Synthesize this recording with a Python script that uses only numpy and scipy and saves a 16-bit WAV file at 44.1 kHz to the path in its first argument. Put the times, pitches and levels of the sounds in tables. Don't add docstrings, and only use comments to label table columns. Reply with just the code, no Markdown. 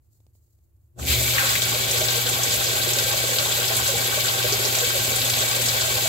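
import sys
import numpy as np
from scipy import signal
from scipy.fft import rfft, irfft, next_fast_len
from scipy.io import wavfile

SR = 44100
rng = np.random.default_rng(int(sys.argv[2]) if len(sys.argv) > 2 else 0)


def rack_gain(trim_db):
    fader = np.asarray(trim_db, float)
    return 10 ** (fader / 20)


def generate_wav(signal):
    frames = np.transpose(np.atleast_2d(signal))
    scaled = np.clip(frames, -1, 1) * 32767
    pcm = np.round(scaled).astype(np.int16)
    wavfile.write(sys.argv[1], SR, pcm)


N = 268128
T = np.arange(N) / SR
SIZE = next_fast_len(N + SR // 2)
HZ = np.arange(SIZE // 2 + 1) * SR / SIZE + 1e-3

# centre_hz, width_hz, left_db, right_db, port_likeness (0-1), right_lead_rad
DRUM_MODES = [(262, 52, 4.5, 5.5, 0.66, -1.17), (306, 58, -7, -7.8, 0.81, -1),
              (399, 82, -1.9, 7.5, 0.67, 0.0), (428, 37, -2.5, -3.6, 0.92, -1), (480, 41, 1.5, 3, 1, -0.0),
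              (616, 53, 6.5, 7, 0.71, 1.4), (658.5, 23, -5.8, 10.5, 1, 1.04), (687, 29, -6.5, -3, 0, 1.5),
              (791, 81, 7, 3, 0.69, 2), (1094, 54, 7, -1.5, 0.56, 2.1), (1135, 34, 5.5, -0.5, 0.3, 2.5),
              (1210, 84, 1, -1, 0.88, 3.5), (1507, 74, 3, 0.7, 0.1, 1), (1580, 63, 9.5, 4.5, 0.4, 1.7),
              (1713, 185, -6, -4, 0.31, -2.5), (2278, 41, 12, 4, 0.64, -1.5),
              (3100, 93, 2.2, -2.5, 0.36, 2), (3440, 34, 3.5, 1, 0.93, 0), (3610, 36, 2, 5.5, 0.7, 1.95),
              (3890, 96, 1, 4.5, 0.34, 0.4)]


def rms_one(x):
    return x / np.sqrt(np.mean(x ** 2) + 1e-20)


def at_hz(points):
    hz, *columns = np.transpose(points)
    return np.array([np.interp(np.log(HZ), np.log(hz), c) for c in columns])


def shaped(x, response):
    return irfft(rfft(x, SIZE) * response, SIZE)[..., :N]


def band(x, low_hz, high_hz):
    return signal.sosfilt(signal.butter(2, [low_hz, high_hz], "band", fs=SR, output="sos"), x)


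def panned(x, left_right_db):
    return x * rack_gain(np.array([[0.5], [-0.5]]) * left_right_db)


def add(out, start_s, shape, left_right_db):
    i = round(start_s * SR)
    out[:, i:i + shape.shape[-1]] += panned(shape, left_right_db)[:, :N - i]


def swell(start_s, rise_s, fall_s):
    t = np.maximum(T - start_s, 0)
    shape = (1 - np.exp(-t / rise_s)) * np.exp(-t / fall_s)
    return shape / shape.max()


def drift(spread_db, rate, count=1):
    r = np.exp(-80 * np.pi * rate / SR)
    noise = rng.standard_normal((count, N // 40 + 2002))
    slow = signal.lfilter([1], [1, -2 * r, r * r], noise)[:, 2000:]
    return np.repeat(rack_gain(spread_db * rms_one(slow)), 40, axis=1)[:, :N]


def flowing(full_db, share):
    # time_s, level_db
    flow = [(.962, -101), (.968, -79), (.992, -49), (1.06, -39), (1.08, -27.5), (1.114, -23), (1.15, -27),
            (1.32, -26.5), (1.38, -26.5), (1.588, -27), (1.608, -33), (1.618, -27), (1.75, -27.5)]
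    jets_db = np.interp(T, *np.transpose(flow), left=-400)
    return rack_gain(full_db + share * (jets_db - (-25.5)))


def room():
    # freq_hz, level_db_per_hz
    spectrum = [(18, -45), (30, -12), (41, -28), (64, -4.5), (77, -3.5), (118, -9.5), (141, -22),
                (189, -34), (300, -32), (338, -25.5), (384, -36), (1460, -52), (5450, -61), (14800, -48),
                (16000, -50)]
    mid, side = shaped(rng.standard_normal((2, N)), rack_gain(at_hz(spectrum)[0]))
    side = shaped(side, np.clip(0.12 + HZ / 700, 0, 1))
    return rack_gain(-59) * (mid + side * [[1], [-1]]) / np.std(mid)


def foam():
    # start_s, level_db
    bursts = [(.02, -85), (.1, -77), (.2, -87), (.33, -79), (.42, -84), (.5, -84), (.62, -90), (.8, -89)]
    level = rack_gain(-93) + sum(rack_gain(db) * swell(s, rise_s=0.012, fall_s=0.057) for s, db in bursts)
    pops = rng.standard_normal((2, N)) * drift(spread_db=2.5, rate=40.0)
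    fizz = rack_gain(3.0) * rms_one(band(pops, 6600, 8200))
    fizz += rack_gain(6.0) * rms_one(band(pops, 11500, 17000))
    fizz += rack_gain(-4.5) * rms_one(band(pops, 4150, 5400))
    return level * fizz


def drops():
    # start_s, peak_db
    single_drops = [(0.057, -71), (0.203, -59), (0.266, -55.5), (0.352, -59.5), (0.479, -71), (0.588, -64)]
    out, t = np.zeros((2, N)), T[:SR // 50]
    pulse = np.exp(-((t - 0.0012) / 0.00041) ** 2)
    for s, db in single_drops:
        splash = 0.54 * band(rng.standard_normal((2, len(t))), 2200, 9000) * np.exp(-t / 0.0023)
        add(out, s, rack_gain(db + 4.5) * (splash - pulse), 0.0)
    return out


def solenoid():
    # multiple_of_buzz, level_db
    harmonics = [(1, 0.5), (2, -26.5), (3, -15)]
    buzz_hz, on_s = 119.95, 0.94
    pull_db = 8 * swell(1.105, rise_s=0.05, fall_s=0.15)
    level = rack_gain(-37.5 + pull_db) * drift(spread_db=1.1, rate=5.3)[0]
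    level *= 1 - np.exp(-np.maximum(T - on_s, 0) / 0.095)
    buzz = sum(rack_gain(db + 3.5) * np.sin(2 * np.pi * k * buzz_hz * T + k) for k, db in harmonics)
    return level * buzz * rack_gain(np.array([[2.4], [-3.0]]))


def cabinet():
    # freq_hz, level_db_per_hz
    boom = [(30, -31), (45, -37), (60, -6), (73, -3.5), (90, -5), (104, 1), (130, -11), (150, -55)]
    # start_s, level_db
    knocks = [(.968, -46), (1.004, -31.5), (1.086, -25), (1.18, -33), (1.265, -40), (1.345, -44)]
    panels = rms_one(shaped(rng.standard_normal(N), rack_gain(at_hz(boom)[0])))
    panels *= flowing(full_db=-41, share=0.54)
    hammer = sum(rack_gain(db + 4.0) * swell(s, rise_s=0.035, fall_s=0.047) ** 2 for s, db in knocks)
    panels += hammer * np.sin(2 * np.pi * 72.9 * T)
    return panned(panels, 1.2)


def cracks(events, last_s, cut_db):
    out, t = np.zeros((2, N)), T[:SR // 12]
    envelope = (1 - np.exp(-t / 0.00029)) * np.exp(-t / last_s)
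    for s, db, hz, left_right_db in events:
        jags_db = 2.5 * np.repeat(rng.standard_normal(len(t) // 64 + 1), 64)[:len(t)]
        noise = rng.standard_normal((2, len(t))) * rack_gain(jags_db)
        burst = band(noise * envelope, hz / 1.16, min(hz * 1.43, 19000))
        add(out, s, rack_gain(db - cut_db) * burst / abs(burst).max(), left_right_db)
    return out


def valve_plunger():
    # start_s, peak_db, centre_hz, left_right_db
    knocks = [(0.9714, -59, 1090, 6), (0.992, -29.5, 1150, 10), (1.0276, -24.5, 2330, 9)]
    return cracks(knocks, last_s=0.0091, cut_db=3.5)


def nozzle():
    # centre_hz, width_hz, level_db
    slots = [(2150, 88, -3), (2297, 140, 3), (3660, 400, -5.5), (12900, 1800, -4)]
    response = sum(rack_gain(db) * 1j * HZ * width / (hz ** 2 - HZ ** 2 + 1j * HZ * width)
                   for hz, width, db in slots)
    hiss = rms_one(shaped(rng.standard_normal(N), response))
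    purge = rack_gain(-31.5) * swell(1.052, rise_s=0.026, fall_s=0.28)
    return panned((purge + flowing(full_db=-39.5, share=1)) * hiss, 3.0)


def droplets(per_s, low_hz, high_hz, spread_db, clump_db, clump_rate):
    bulk = np.minimum(rng.exponential(1, (6, N)), 4)
    hits = rng.choice([-1., 1.], (6, N))
    born = rng.random((6, N)) < per_s / SR
    dealt = rng.integers(0, 3, (6, N))
    hits *= born
    hits[born] *= rack_gain(spread_db * bulk[born])
    edges_hz = np.linspace(low_hz, high_hz, 4)
    total = 0
    for k in range(3):
        clumped = hits * (dealt == k) * drift(clump_db, clump_rate, count=6)
        total = total + band(clumped + 1e-18, edges_hz[k], edges_hz[k + 1])
    return rms_one(total)


def causal(gain_db):
    cepstrum = irfft(gain_db * np.log(10) / 20, SIZE)
    cepstrum[..., 1:SIZE // 2] *= 2
    return np.exp(rfft(cepstrum[..., :SIZE // 2 + 1], SIZE))


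def brief(response):
    spread_s = 0.012
    lag_s = np.minimum(np.arange(SIZE), SIZE - np.arange(SIZE)) / SR
    return rfft(irfft(response, SIZE) * np.exp(-(lag_s / spread_s) ** 2))


def drum(spots):
    # freq_hz, left_db_per_hz, right_db_per_hz
    water_colour = [(150, -0.5, -5), (203, -9.5, -8), (500, 1.5, -1.1), (960, -5.0, -4.5), (2030, -3, -4),
                    (3500, 1.46, -1.6), (4170, 0.85, -2.8), (6140, -4.5, -0.5), (7560, 0, 3),
                    (7830, 2.5, -0.7), (8640, -5.5, -12.5), (10570, -7.5, -7.5), (13350, -2.9, -2.0),
                    (15700, -7.5, -10.5)]
    t60_s, unalike_hz = 0.073, 4920
    t = T[:SR // 4]
    tails = rng.standard_normal((3, len(spots), len(t))) * rack_gain(-60 * t / t60_s)
    tails[..., 0] += 6.9 * rng.choice([-1, 1], (3, len(spots)))
    tails = rfft(tails, SIZE)
    tails = tails / np.sqrt(np.mean(abs(tails) ** 2, axis=1, keepdims=True))

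    hz, width, left_db, right_db, alike, lead = np.transpose(DRUM_MODES)
    link = np.interp(HZ, [*hz, unalike_hz], [*(alike * np.exp(1j * lead)), 0])
    alike = abs(link)
    to_ports = np.array([np.sqrt(alike), link / np.sqrt(alike + 1e-9)])
    shared = tails[0] * brief(to_ports)[:, None]
    own = tails[1:] * brief(np.sqrt(np.clip(1 - alike, 0, 1)))
    ports = np.sum((shared + own) * rfft(spots, SIZE), axis=1)

    peaks = 1 / (1 + (2 * (HZ - hz[:, None]) / width[:, None]) ** 2)
    modes_db = np.array([left_db, right_db]) @ peaks
    return irfft(ports * causal(at_hz(water_colour) + modes_db), SIZE)[:, :N]


def water():
    landing_s, pool_forms_s = 1.335, 1.56
    surge = drift(spread_db=0.87, rate=36.0)
    mist = flowing(full_db=-27.5, share=0.76) * droplets(
        5000, 5760, 17300, spread_db=5.0, clump_db=2.5, clump_rate=22)
    spray = flowing(full_db=-32, share=0.94) * droplets(
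        1500, 1854, 5160, spread_db=3.0, clump_db=1.5, clump_rate=32)

    landing = rack_gain(-30.5) * swell(landing_s, rise_s=0.056, fall_s=0.095)
    landing = landing * rms_one(band(rng.standard_normal((6, N)), 1150, 2140))
    early = rack_gain(-4 * (T < landing_s))
    spatter = flowing(full_db=-37, share=0.64) * early * droplets(
        700, 832, 2004, spread_db=5.0, clump_db=3.5, clump_rate=11.5)
    patter = flowing(full_db=-38, share=1) * droplets(
        25, 2500, 11000, spread_db=5.0, clump_db=2.5, clump_rate=27.0)

    depth = rack_gain(-3.5 * np.exp(-np.maximum(T - pool_forms_s, 0) / 0.12))
    churn = flowing(full_db=-42, share=0.35) * depth * droplets(
        300, 313, 808, spread_db=4.0, clump_db=4.0, clump_rate=16)

    shudder = rack_gain(-45) * swell(0.97, rise_s=0.06, fall_s=0.11)
    floor_level = shudder + flowing(full_db=-45.5, share=0.23) * drift(spread_db=1.5, rate=8.0)
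    floor = floor_level * rms_one(band(rng.standard_normal((6, N)), 152, 312))
    return drum(surge * (mist + spray) + landing + spatter + patter + churn + floor)


def slaps():
    # start_s, peak_db, centre_hz, left_right_db
    lumps = [(1.3816, -9, 1880, 4), (1.492, -12.5, 3900, 1), (1.5525, -15, 1980, 7),
             (1.6197, -8.5, 3430, 3), (1.9094, -13.5, 6600, -2), (1.9708, -15, 4070, -1),
             (2.0835, -14.5, 3600, 12), (2.2901, -12, 6840, 0.0), (2.5086, -14, 3950, 2),
             (2.6667, -16, 4200, 1.0), (2.9855, -11, 4000, 0.5), (3.1128, -14, 3780, 0.5),
             (3.3843, -16, 4020, 4), (3.6779, -15, 3950, 7), (3.7657, -11, 7950, 0),
             (3.875, -13.5, 7200, 2), (3.9937, -23, 3600, 1.5), (4.204, -14.5, 3500, 6.5),
             (4.2823, -14, 3060, 8), (4.5225, -10, 4860, 3), (4.6506, -10.5, 4630, 0),
             (5.1606, -16.5, 8300, 8), (5.298, -12, 6400, -3), (5.3511, -17, 3940, 2),
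             (5.5634, -21, 3660, -4), (5.617, -14.5, 7250, 3), (5.661, -13, 6400, 0.0),
             (5.685, -7, 4500, 3), (5.9005, -21, 3830, 1.5)]
    return cracks(lumps, last_s=0.012, cut_db=-0.5)


def bubbles():
    # start_s, peak_db, pitch_hz
    large_bubbles = [(1.434, -22, 540), (1.749, -23.5, 613), (1.948, -22.5, 480), (2.016, -19.5, 630),
                     (2.087, -27, 498), (2.178, -21.5, 480), (2.259, -25.5, 495), (2.39, -26.5, 668),
                     (2.669, -26.5, 540), (2.862, -28, 610), (2.975, -24, 557), (3.062, -25, 508),
                     (3.288, -27, 546), (3.32, -22, 500), (3.41, -28, 542), (3.59, -23, 483),
                     (3.89, -17.5, 545), (3.939, -21, 476), (4.175, -18.5, 607), (4.444, -19.5, 500),
                     (4.524, -18, 402), (4.715, -25.5, 500), (4.829, -19.5, 486), (4.956, -20.5, 552),
                     (5.066, -28, 632), (5.388, -29, 670), (5.565, -22.5, 553), (5.741, -26, 508),
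                     (5.954, -24.5, 491), (6.055, -24, 645)]
    out, t = np.zeros((2, N)), T[:SR // 8]
    mode_hz, _, left_db, right_db, *_ = np.transpose(DRUM_MODES)
    for s, db, hz in large_bubbles:
        ring = (1 - np.exp(-t / 0.0056)) * np.exp(-t * hz / 6.8)
        tone = ring / ring.max() * np.sin(2 * np.pi * hz * t)
        left_right_db = 1.07 * np.interp(hz, mode_hz, left_db - right_db)
        add(out, s - 0.004, rack_gain(db - 6.0) * tone, left_right_db)
    return out


def scene():
    idle = room() + foam() + drops()
    opening = solenoid() + cabinet() + valve_plunger() + nozzle()
    return idle + opening + water() + slaps() + bubbles()


def top_cut(x):
    return signal.sosfilt(signal.butter(12, 17080, fs=SR, output="sos"), x)


def record(dry):
    cut = signal.sosfilt(signal.ellip(12, 0.3, 80, 15760, fs=SR, output="sos"), dry)
    return top_cut(cut)


dry = scene()
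out = record(dry)
generate_wav(out)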